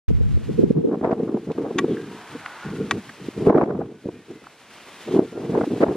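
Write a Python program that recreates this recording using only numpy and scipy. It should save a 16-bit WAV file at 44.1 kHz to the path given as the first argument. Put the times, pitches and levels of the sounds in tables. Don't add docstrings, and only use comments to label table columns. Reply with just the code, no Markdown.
import sys
import numpy as np
from scipy import signal
from scipy.fft import rfft, irfft
from scipy.io import wavfile

SR = 44100
rng = np.random.default_rng(int(sys.argv[2]) if len(sys.argv) > 2 else 0)


def dump_mix(stems):
    frames = np.atleast_2d(stems).T
    limited = np.clip(frames, -1, 1)
    pcm = np.round(limited * 32767).astype(np.int16)
    wavfile.write(sys.argv[1], SR, pcm)


N = 262836
TIME, HZ = np.arange(N) / SR, np.fft.rfftfreq(N, 1 / SR)

# start_s, end_s, buffet_db, roar_db, sway_db
GUSTS = [(0.076, 0.453, -50, -63, -38.5), (0.482, 0.526, -41.5, -52, -28.5),
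         (0.599, 0.668, -30, -50.5, -27), (0.761, 0.81, -28.5, -46, -33), (0.873, 0.965, -23.5, -42, -51),
         (1.024, 1.067, -26, -27, -37), (1.092, 1.122, -23.5, -31, -49), (1.157, 1.368, -28, -45, -40),
         (1.48, 1.508, -32, -48, -33.5), (1.56, 1.708, -29.5, -40.5, -45.5),
         (1.757, 1.951, -23.5, -47, -41), (2.014, 2.133, -36, -60, -43.5), (2.306, 2.367, -43, -70, -45.5),
         (2.662, 2.967, -35, -63, -32.5), (2.798, 2.852, -26, -52, -52), (2.928, 2.977, -30, -47, -35),
         (3.201, 3.265, -40.5, -62, -41), (3.379, 3.443, -27, -43.5, -30),
         (3.466, 3.639, -21.5, -28.5, -45.5), (3.663, 3.82, -28.5, -39, -33.5),
         (3.855, 3.928, -40, -55, -54), (4.052, 4.089, -36.5, -49, -44), (4.13, 4.164, -41.5, -64, -48.5),
         (4.286, 4.404, -45.5, -71, -50.5), (5.087, 5.221, -27, -42, -38.5),
         (5.329, 5.367, -36.5, -48, -46), (5.376, 5.458, -30, -40, -40.5),
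         (5.497, 5.614, -21.5, -37, -33.5), (5.711, 5.914, -25.5, -38.5, -32.5),
         (5.904, 5.95, -28.5, -37.5, -38)]
# time_s, depth_db, half_length_s
LULLS = [(0.966, 4, 0.019), (1.088, 2.5, 0.008), (1.154, 1, 0.0063), (1.175, 0.5, 0.011),
         (1.531, 18, 0.015), (2.88, 7, 0.03), (3.033, 17.5, 0.031), (3.505, 3, 0.0068), (3.537, 0.5, 0.007),
         (3.647, 6.5, 0.006), (4.35, 7, 0.0084), (4.404, 16, 0.02), (5.242, 3.5, 0.017), (5.662, 18, 0.01),
         (5.7, 0.5, 0.008), (5.791, 10, 0.013), (5.839, 17, 0.012), (5.938, 8.5, 0.012)]
# time_s, thump_db, roar_db, half_length_s
EDDIES = [(0.107, -29.5, -44, 0.0049), (0.213, -33, -61, 0.0035), (0.374, -33.5, -47, 0.0045),
          (0.495, -24, -53, 0.007), (0.596, -14.5, -72, 0.0082), (0.638, -8.5, -58, 0.0037),
          (0.709, -12, -63, 0.0022), (0.852, -14.5, -52, 0.0038), (0.891, -15.5, -49, 0.005),
          (0.925, -21, -34, 0.01), (0.946, -20, -27.5, 0.007), (1.017, -21, -27, 0.0024),
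          (1.032, -16.5, -33, 0.0024), (1.048, -22, -18, 0.0036), (1.078, -21, -25, 0.0044),
          (1.116, -27, -20.5, 0.004), (1.13, -18, -17, 0.0033), (1.204, -19.5, -31, 0.0056),
          (1.23, -16.5, -45, 0.0058), (1.291, -22.5, -38.5, 0.0085), (1.349, -16, -34, 0.007),
          (1.372, -20.5, -33, 0.004), (1.507, -23.5, -34, 0.013), (1.585, -16.5, -26, 0.0027),
          (1.613, -24.5, -46, 0.014), (1.659, -38, -30, 0.0074), (1.712, -23.5, -29.5, 0.0035),
          (1.847, -11, -28, 0.0036), (2.358, -24, -53, 0.0042), (2.809, -22.5, -50, 0.0064),
          (2.974, -26.5, -46, 0.0063), (3.287, -22.5, -50, 0.0029), (3.474, -7, -30, 0.0024),
          (3.482, -8.5, -37, 0.006), (3.496, -9.5, -13, 0.0024), (3.503, -8, -16.5, 0.0045),
          (3.549, -16, -23, 0.003), (3.559, -7.5, -21.5, 0.0073), (3.582, -13, -18, 0.0068),
          (3.641, -24, -22.5, 0.0036), (3.597, -34.5, -24.5, 0.0045), (3.615, -14, -19, 0.006),
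          (3.66, -24, -28, 0.0019), (3.708, -25, -27, 0.01), (3.794, -21.5, -50, 0.0036),
          (3.815, -37, -28, 0.0053), (4.065, -22, -56, 0.006), (4.091, -20.5, -36, 0.0029),
          (4.31, -32, -48, 0.01), (4.36, -37, -68, 0.0061), (4.423, -31, -58, 0.0024),
          (5.082, -27.5, -32, 0.0043), (5.149, -9, -36, 0.0057), (5.162, -8.5, -31, 0.004),
          (5.174, -13, -23, 0.006), (5.192, -6, -18.5, 0.0028), (5.204, -25, -24.5, 0.0023),
          (5.508, -11, -43, 0.0026), (5.552, -20, -23.5, 0.011), (5.578, -15, -23, 0.007),
          (5.589, -19, -24, 0.0022), (5.615, -19.5, -15.5, 0.0026), (5.639, -16.5, -21.5, 0.0038),
          (5.678, -21, -49, 0.0076), (5.731, -19, -49, 0.0083), (5.814, -4.5, -18, 0.0039),
          (5.835, -9.5, -11.5, 0.0061), (5.868, -26, -24.5, 0.0035), (5.884, -11.5, -23.5, 0.0028)]
# frequency_hz, density_db
BUFFET_SPECTRUM = [(40, -47), (90, -44.5), (150, -10.5), (240, -1.5), (340, 0.1), (430, -0.5), (470, 0),
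                   (515, -27.5), (620, -29), (1200, -68), (4000, -100)]
# time_s, side_gain_db
BUFFET_WIDTH = [(.08, 14), (.6, 6), (.86, 9.5), (.91, -14.5), (2.1, -28.5), (3.5, -16), (4.3, -24)]
# frequency_hz, side_gain_db
BASS_SHARED = [(60, -23.5), (140, -14.5), (250, -5.5), (450, 0)]
# frequency_hz, density_db
ROAR_SPECTRUM = [(250, -40), (500, 4.5), (660, 3), (900, -5.5), (1150, -10), (1400, -16), (2000, -28.5),
                 (3000, -53), (6000, -58), (15000, -88)]
# frequency_hz, density_db
RASP_SPECTRUM = [(700, -18), (1150, 5), (1600, 2.5), (2200, -3.5), (3000, -18), (5000, -26), (9000, -42.5),
                 (15000, -75.5)]
# time_s, level_db, half_length_s
THUDS = [(0.116, -20, 0.0039), (0.703, -4, 0.0028), (0.768, -19, 0.0083), (0.789, -20, 0.015)]
# frequency_hz, density_db
THUD_SPECTRUM = [(60, -28), (110, -18), (160, 4), (220, -2), (330, -9), (700, -64.5), (2000, -100)]
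# frequency_hz, density_db
RUMBLE_SPECTRUM = [(15, -11.5), (40, -7.5), (80, 2.5), (130, -4.5), (230, -17.5), (400, -42.5), (900, -52),
                   (2000, -56.5), (6000, -100)]
# time_s, level_db
RUMBLE_LEVEL = [(.1, -17), (.37, -17.5), (.41, -33), (.65, -30), (.88, -47), (1, -86)]
# frequency_hz, density_db
SWAY_SPECTRUM = [(20, -32.5), (40, -34.5), (65, -16), (100, -5), (140, 1.5), (200, 0.5), (320, -11.5),
                 (700, -64.5), (2500, -100)]

# frequency_hz, density_db
RUSH_SPECTRUM = [(300, -16), (600, 1), (850, 7), (1400, 7), (1800, 3), (2500, -3.5), (4000, -12.5),
                 (8000, -27.5)]
# pitch_ratio, width_hz, level_db
EDGE_TONES = [(1, 30, 5), (.75, 60, -4), (.61, 40, -7)]
# time_s, level_db, centre_hz
TURN_SWISH = [(1.8, -96, 4200), (1.86, -57, 3750), (1.93, -46, 3210), (2.02, -73, 2680), (2.15, -91, 2444),
              (4.55, -76, 2600), (4.8, -54, 2780), (5, -65, 3320), (5.13, -48.5, 3390), (5.25, -73, 3450)]
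# time_s, level_db, half_length_s, pitch_hz
FAR_WHISTLES = [(2.02, -46, 0.027, 1613), (2.16, -49, .07, 960), (2.24, -50, 0.031, 730),
                (4.004, -52.5, 0.04, 1500), (4.154, -54, 0.074, 2423), (4.221, -59, 0.056, 1840),
                (4.366, -60.5, 0.099, 2550), (4.385, -53, .035, 2040), (5.331, -46, .05, 1385),
                (5.41, -52.5, 0.088, 1620)]

# start_s, level_db, brightness_db_per_octave, damping_db_per_s
CONTACTS = [(1.7814, -23, 0, 398), (1.7848, -10.5, 3.5, 398), (1.7885, -14.5, 0, 200),
            (1.791, -19.5, -4, 100), (2.9095, -4.5, 1, 700), (2.9127, -13, 0, 900)]
# frequency_hz, level_db, t60_s
CASE_MODES = [(800, -6, 0.026), (1010, -4, 0.017), (1128, 4.5, 0.055), (1410, -0.5, 0.046),
              (1644, 5.5, 0.022), (1906, 1, 0.048), (2330, -1.5, 0.064), (2626, 0, 0.032),
              (2930, -6, 0.029), (3260, -2, .024), (3610, 2, 0.021), (4060, -11, 0.013), (4720, -11, 0.023),
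              (5100, -22, .018), (5760, -20, .018), (6440, -3, 0.017), (7100, -26, .016)]
# frequency_hz, density_db
CRACK_SPECTRUM = [(300, -18), (800, 13.5), (1800, 14), (3600, -3), (4400, -1), (6500, -5), (9000, -6.5),
                  (15000, -15)]
# start_s, level_db, centre_hz, width_octaves
TICKS = [(1.516, -43, 2830, 0.74), (1.968, -35, 1520, 0.22), (2.46, -25.5, 1400, 0.54),
         (3.093, -28.5, 1560, .23), (4.44, -41.5, 1070, .3), (4.468, -36, 1080, 0.34)]

# frequency_hz, density_db
GRASS_SPECTRUM = [(30, -18.5), (110, -2), (300, 3.5), (700, 1.5), (1300, 0.5), (2500, -1), (3600, -4.5),
                  (4500, -7.5), (7000, -11), (10000, -12.5), (13000, -12.5), (14300, -16), (15500, -31.5)]
# time_s, level_db
GRASS_LEVEL = [(.08, -44), (.8, -42), (1.1, -44.5), (1.6, -43.5), (3.2, -46.5), (3.44, -44.5), (3.85, -46),
               (4.7, -45), (5.14, -42.5), (5.96, -41)]
# start_s, depth_db
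DIPS = [(0.083, 9.5), (0.601, 11), (0.696, 16.5), (3.47, 13), (3.629, 14), (5.16, 8.5), (5.81, 7.5)]
# frequency_hz, side_minus_mid_db
PORT_SPREAD = [(500, -44), (1500, -60.5), (2400, -16.5), (3300, -10), (4500, -5), (6400, 0.5), (8100, 3),
               (10000, 8), (13000, 18.5), (15000, 30.5)]


def wind():
    puffs = amp(2.5 * flutter(26)) ** 2
    buffet_power = puffs * gust_power(column=2, fall_db_per_s=190.5)
    roar_power = puffs * gust_power(column=3, fall_db_per_s=264)
    for time_s, thump_db, roar_db, half_length_s in EDDIES:
        passing = bump(time_s, half_length_s)
        buffet_power += amp(thump_db) ** 2 * passing
        roar_power += amp(roar_db) ** 2 * passing
    buffet_gain, roar_gain = np.sqrt(buffet_power), np.sqrt(roar_power)
    mid, side = (turbulence(BUFFET_SPECTRUM, flutter_hz=49.4, depth_db=7.5, steady_hz=36) for _ in range(2))
    side = side * buffet_gain * amp(curve(BUFFET_WIDTH))
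    side = irfft(rfft(side) * colour(BASS_SHARED), N)
    buffet = ports(buffet_gain * mid, side)
    mid, side = (turbulence(ROAR_SPECTRUM, flutter_hz=108, depth_db=5, steady_hz=34) for _ in range(2))
    roar = ports(mid, side * amp(-11))
    mid, side = (turbulence(RASP_SPECTRUM, flutter_hz=160, depth_db=13, steady_hz=32) for _ in range(2))
    rasp_share = amp(-23.5) * (roar_gain / amp(-20.5)) ** 0.32
    rasp = rasp_share * ports(mid, side * amp(5))
    return buffet + roar_gain * (roar + rasp)


def gust_power(column, fall_db_per_s, rise_db_per_s=747):
    power = np.zeros(N)
    for gust in GUSTS:
        early_s, late_s = np.maximum(gust[0] - TIME, 0), np.maximum(TIME - gust[1], 0)
        power += amp(gust[column] - rise_db_per_s * early_s - fall_db_per_s * late_s) ** 2
    lull_db = sum(depth_db * bump(time_s, half_length_s) for time_s, depth_db, half_length_s in LULLS)
    return power * amp(-lull_db) ** 2


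def turbulence(spectrum, flutter_hz, depth_db, steady_hz):
    pressure = noise(colour(spectrum)) * amp(depth_db * flutter(flutter_hz))
    slow_power = irfft(rfft(pressure ** 2) * low_pass(steady_hz), N)
    return pressure / np.sqrt(np.maximum(slow_power, 0) + 1e-3)


def thuds():
    power = sum(amp(level_db) ** 2 * bump(time_s, half_s) for time_s, level_db, half_s in THUDS)
    pressure = turbulence(THUD_SPECTRUM, flutter_hz=25, depth_db=11, steady_hz=35.2)
    return ports(np.sqrt(power) * pressure, 0)


def rumble():
    shape = colour(RUMBLE_SPECTRUM)
    opposed = amp(curve(RUMBLE_LEVEL)) * ports(amp(-16) * noise(shape), noise(shape))
    push = np.sqrt(gust_power(column=4, fall_db_per_s=131.5))
    sway = push * turbulence(SWAY_SPECTRUM, flutter_hz=3.1, depth_db=-2, steady_hz=1.9)
    return opposed + ports(sway, 0)


def glider(pass_s=2.34, speed_m_per_s=22, closest_m=6.6, whistle_hz=1505, drop_s=2.7):
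    along_m = speed_m_per_s * (TIME - pass_s)
    distance_m = np.hypot(closest_m, along_m)
    receding, abeam = along_m / distance_m, (closest_m / distance_m) ** 2
    loss_db = 9.5 * np.log2(distance_m / closest_m)
    since_drop_s = np.maximum(TIME - drop_s, 0)
    rush_db = -35.5 + 4.5 * receding - 9.5 * abeam - loss_db - 12.5 * np.minimum(since_drop_s / 0.049, 1)
    whistle_db = -42.5 + 8 * receding - 18.5 * abeam - loss_db - 54.5 * since_drop_s
    rush = amp(rush_db) * diffuse(colour(RUSH_SPECTRUM))
    mach = speed_m_per_s / 343
    heard_hz = whistle_hz / (1 + receding * mach)
    whistle = sum(amp(whistle_db + level_db) * narrowband(ratio * heard_hz, width_hz)
                  for ratio, width_hz, level_db in EDGE_TONES)
    return rush + airborne(whistle + far_wings())


def far_wings(rise_octaves_per_s=0.26):
    sound = amp(curve(TURN_SWISH)) * narrowband(curve(TURN_SWISH, column=2), width_hz=460)
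    for time_s, level_db, half_length_s, pitch_hz in FAR_WHISTLES:
        rising_hz = pitch_hz * 2 ** (rise_octaves_per_s * (TIME - time_s))
        envelope = amp(level_db) * np.sqrt(bump(time_s, half_length_s))
        sound += envelope * narrowband(rising_hz, width_hz=5.5)
    return sound


def clicks(crack_decay_s=0.0037, attack_s=0.0012):
    sound, t = np.zeros(N), np.arange(SR // 10) / SR
    crack_noise = noise(colour(CRACK_SPECTRUM))
    for start_s, level_db, brightness_db_per_octave, damping_db_per_s in CONTACTS:
        span = slice(round(start_s * SR), round(start_s * SR) + len(t))
        ring = np.zeros(len(t))
        for k, (hz, mode_db, t60_s) in enumerate(CASE_MODES):
            tilt_db = brightness_db_per_octave * np.log2(hz / 2000)
            decay_db = (60 / t60_s + damping_db_per_s) * t
            ring += (-1) ** k * amp(mode_db + tilt_db - decay_db) * np.sin(2 * np.pi * hz * t)
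        crack = crack_noise[span] * np.exp(-t / crack_decay_s)
        attack = 1 - np.exp(-t / attack_s)
        sound[span] += amp(level_db) * attack * (amp(-10) * ring + amp(-8.5) * crack)
    return airborne(sound) * amp([[0.86], [-0.86]])


def ticks(rise_s=0.0019):
    sound = np.zeros(N)
    skirt = amp(-25.5) / (1 + (HZ / 5000) ** 2)
    for start_s, level_db, centre_hz, width_octaves in TICKS:
        age = np.maximum(TIME - start_s, 0) / rise_s
        envelope = age * np.exp(1 - np.minimum(age, 50))
        band = np.exp(-.5 * (np.log2((HZ + 1) / centre_hz) / width_octaves) ** 2)
        sound += amp(level_db) * envelope * noise(band + skirt)
    return airborne(sound)


def grass():
    rustle_db = 1.1 * noise(np.exp(-HZ / 25))
    return amp(curve(GRASS_LEVEL) + rustle_db) * diffuse(colour(GRASS_SPECTRUM))


def dips(attack_s=0.04, recovery_db_per_s=10):
    sunk_db = np.zeros(N)
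    for start_s, depth_db in DIPS:
        age_s = np.maximum(TIME - start_s, 0)
        dip_db = depth_db * np.minimum(age_s / attack_s, 1) - recovery_db_per_s * age_s
        sunk_db = np.maximum(sunk_db, dip_db)
    return amp(-sunk_db)


def airborne(sound):
    spread = colour(PORT_SPREAD)
    mid = rfft(sound) / np.sqrt(1 + spread ** 2)
    return ports(irfft(mid, N), irfft(1j * mid * spread, N))


def diffuse(gain, coherence=0.4):
    left, right = airborne(noise(gain))
    stray_left, stray_right = airborne(noise(gain))
    side = coherence * (left - right) + np.sqrt(1 - coherence ** 2) * (stray_left - stray_right)
    return ports(left + right, side) / 2


def ports(mid, side):
    return np.array([mid + side, mid - side])


def narrowband(pitch_hz, width_hz):
    band = 1 / (1 + (HZ / width_hz) ** 2)
    phase = 2 * np.pi * np.cumsum(pitch_hz) / SR
    return unit(noise(band) * np.cos(phase) + noise(band) * np.sin(phase))


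def flutter(rate_hz):
    return noise(low_pass(rate_hz))


def noise(gain):
    return unit(irfft(rfft(rng.standard_normal(N)) * gain, N))


def low_pass(width_hz):
    return np.exp(-.5 * (HZ / width_hz) ** 2)


def colour(spectrum):
    hz, db = np.transpose(spectrum)
    return amp(np.interp(np.log(HZ + 1), np.log(hz), db))


def curve(rows, column=1):
    rows = np.asarray(rows)
    return np.interp(TIME, rows[:, 0], rows[:, column])


def bump(time_s, half_length_s):
    return np.exp(-np.minimum(((TIME - time_s) / half_length_s) ** 2, 50))


def amp(db):
    return 10 ** (np.asarray(db) / 20)


def unit(x):
    return x / np.sqrt(np.mean(x ** 2) + 1e-20)


def scene():
    return wind() + rumble() + thuds() + dips() * (grass() + glider()) + clicks() + ticks()


def record(dry, open_s=0.08, ceiling=0.95, cutoff_hz=15500):
    opened = dry * np.clip((TIME - open_s) / .008, 0, 1)
    rounded = opened / (1 + (opened / ceiling) ** 6) ** (1 / 6)
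    band_limit = signal.firwin(511, cutoff_hz, window=("kaiser", 9), fs=SR)
    return signal.oaconvolve(rounded, band_limit[None], "same")


dry = scene()
out = record(dry)
dump_mix(out)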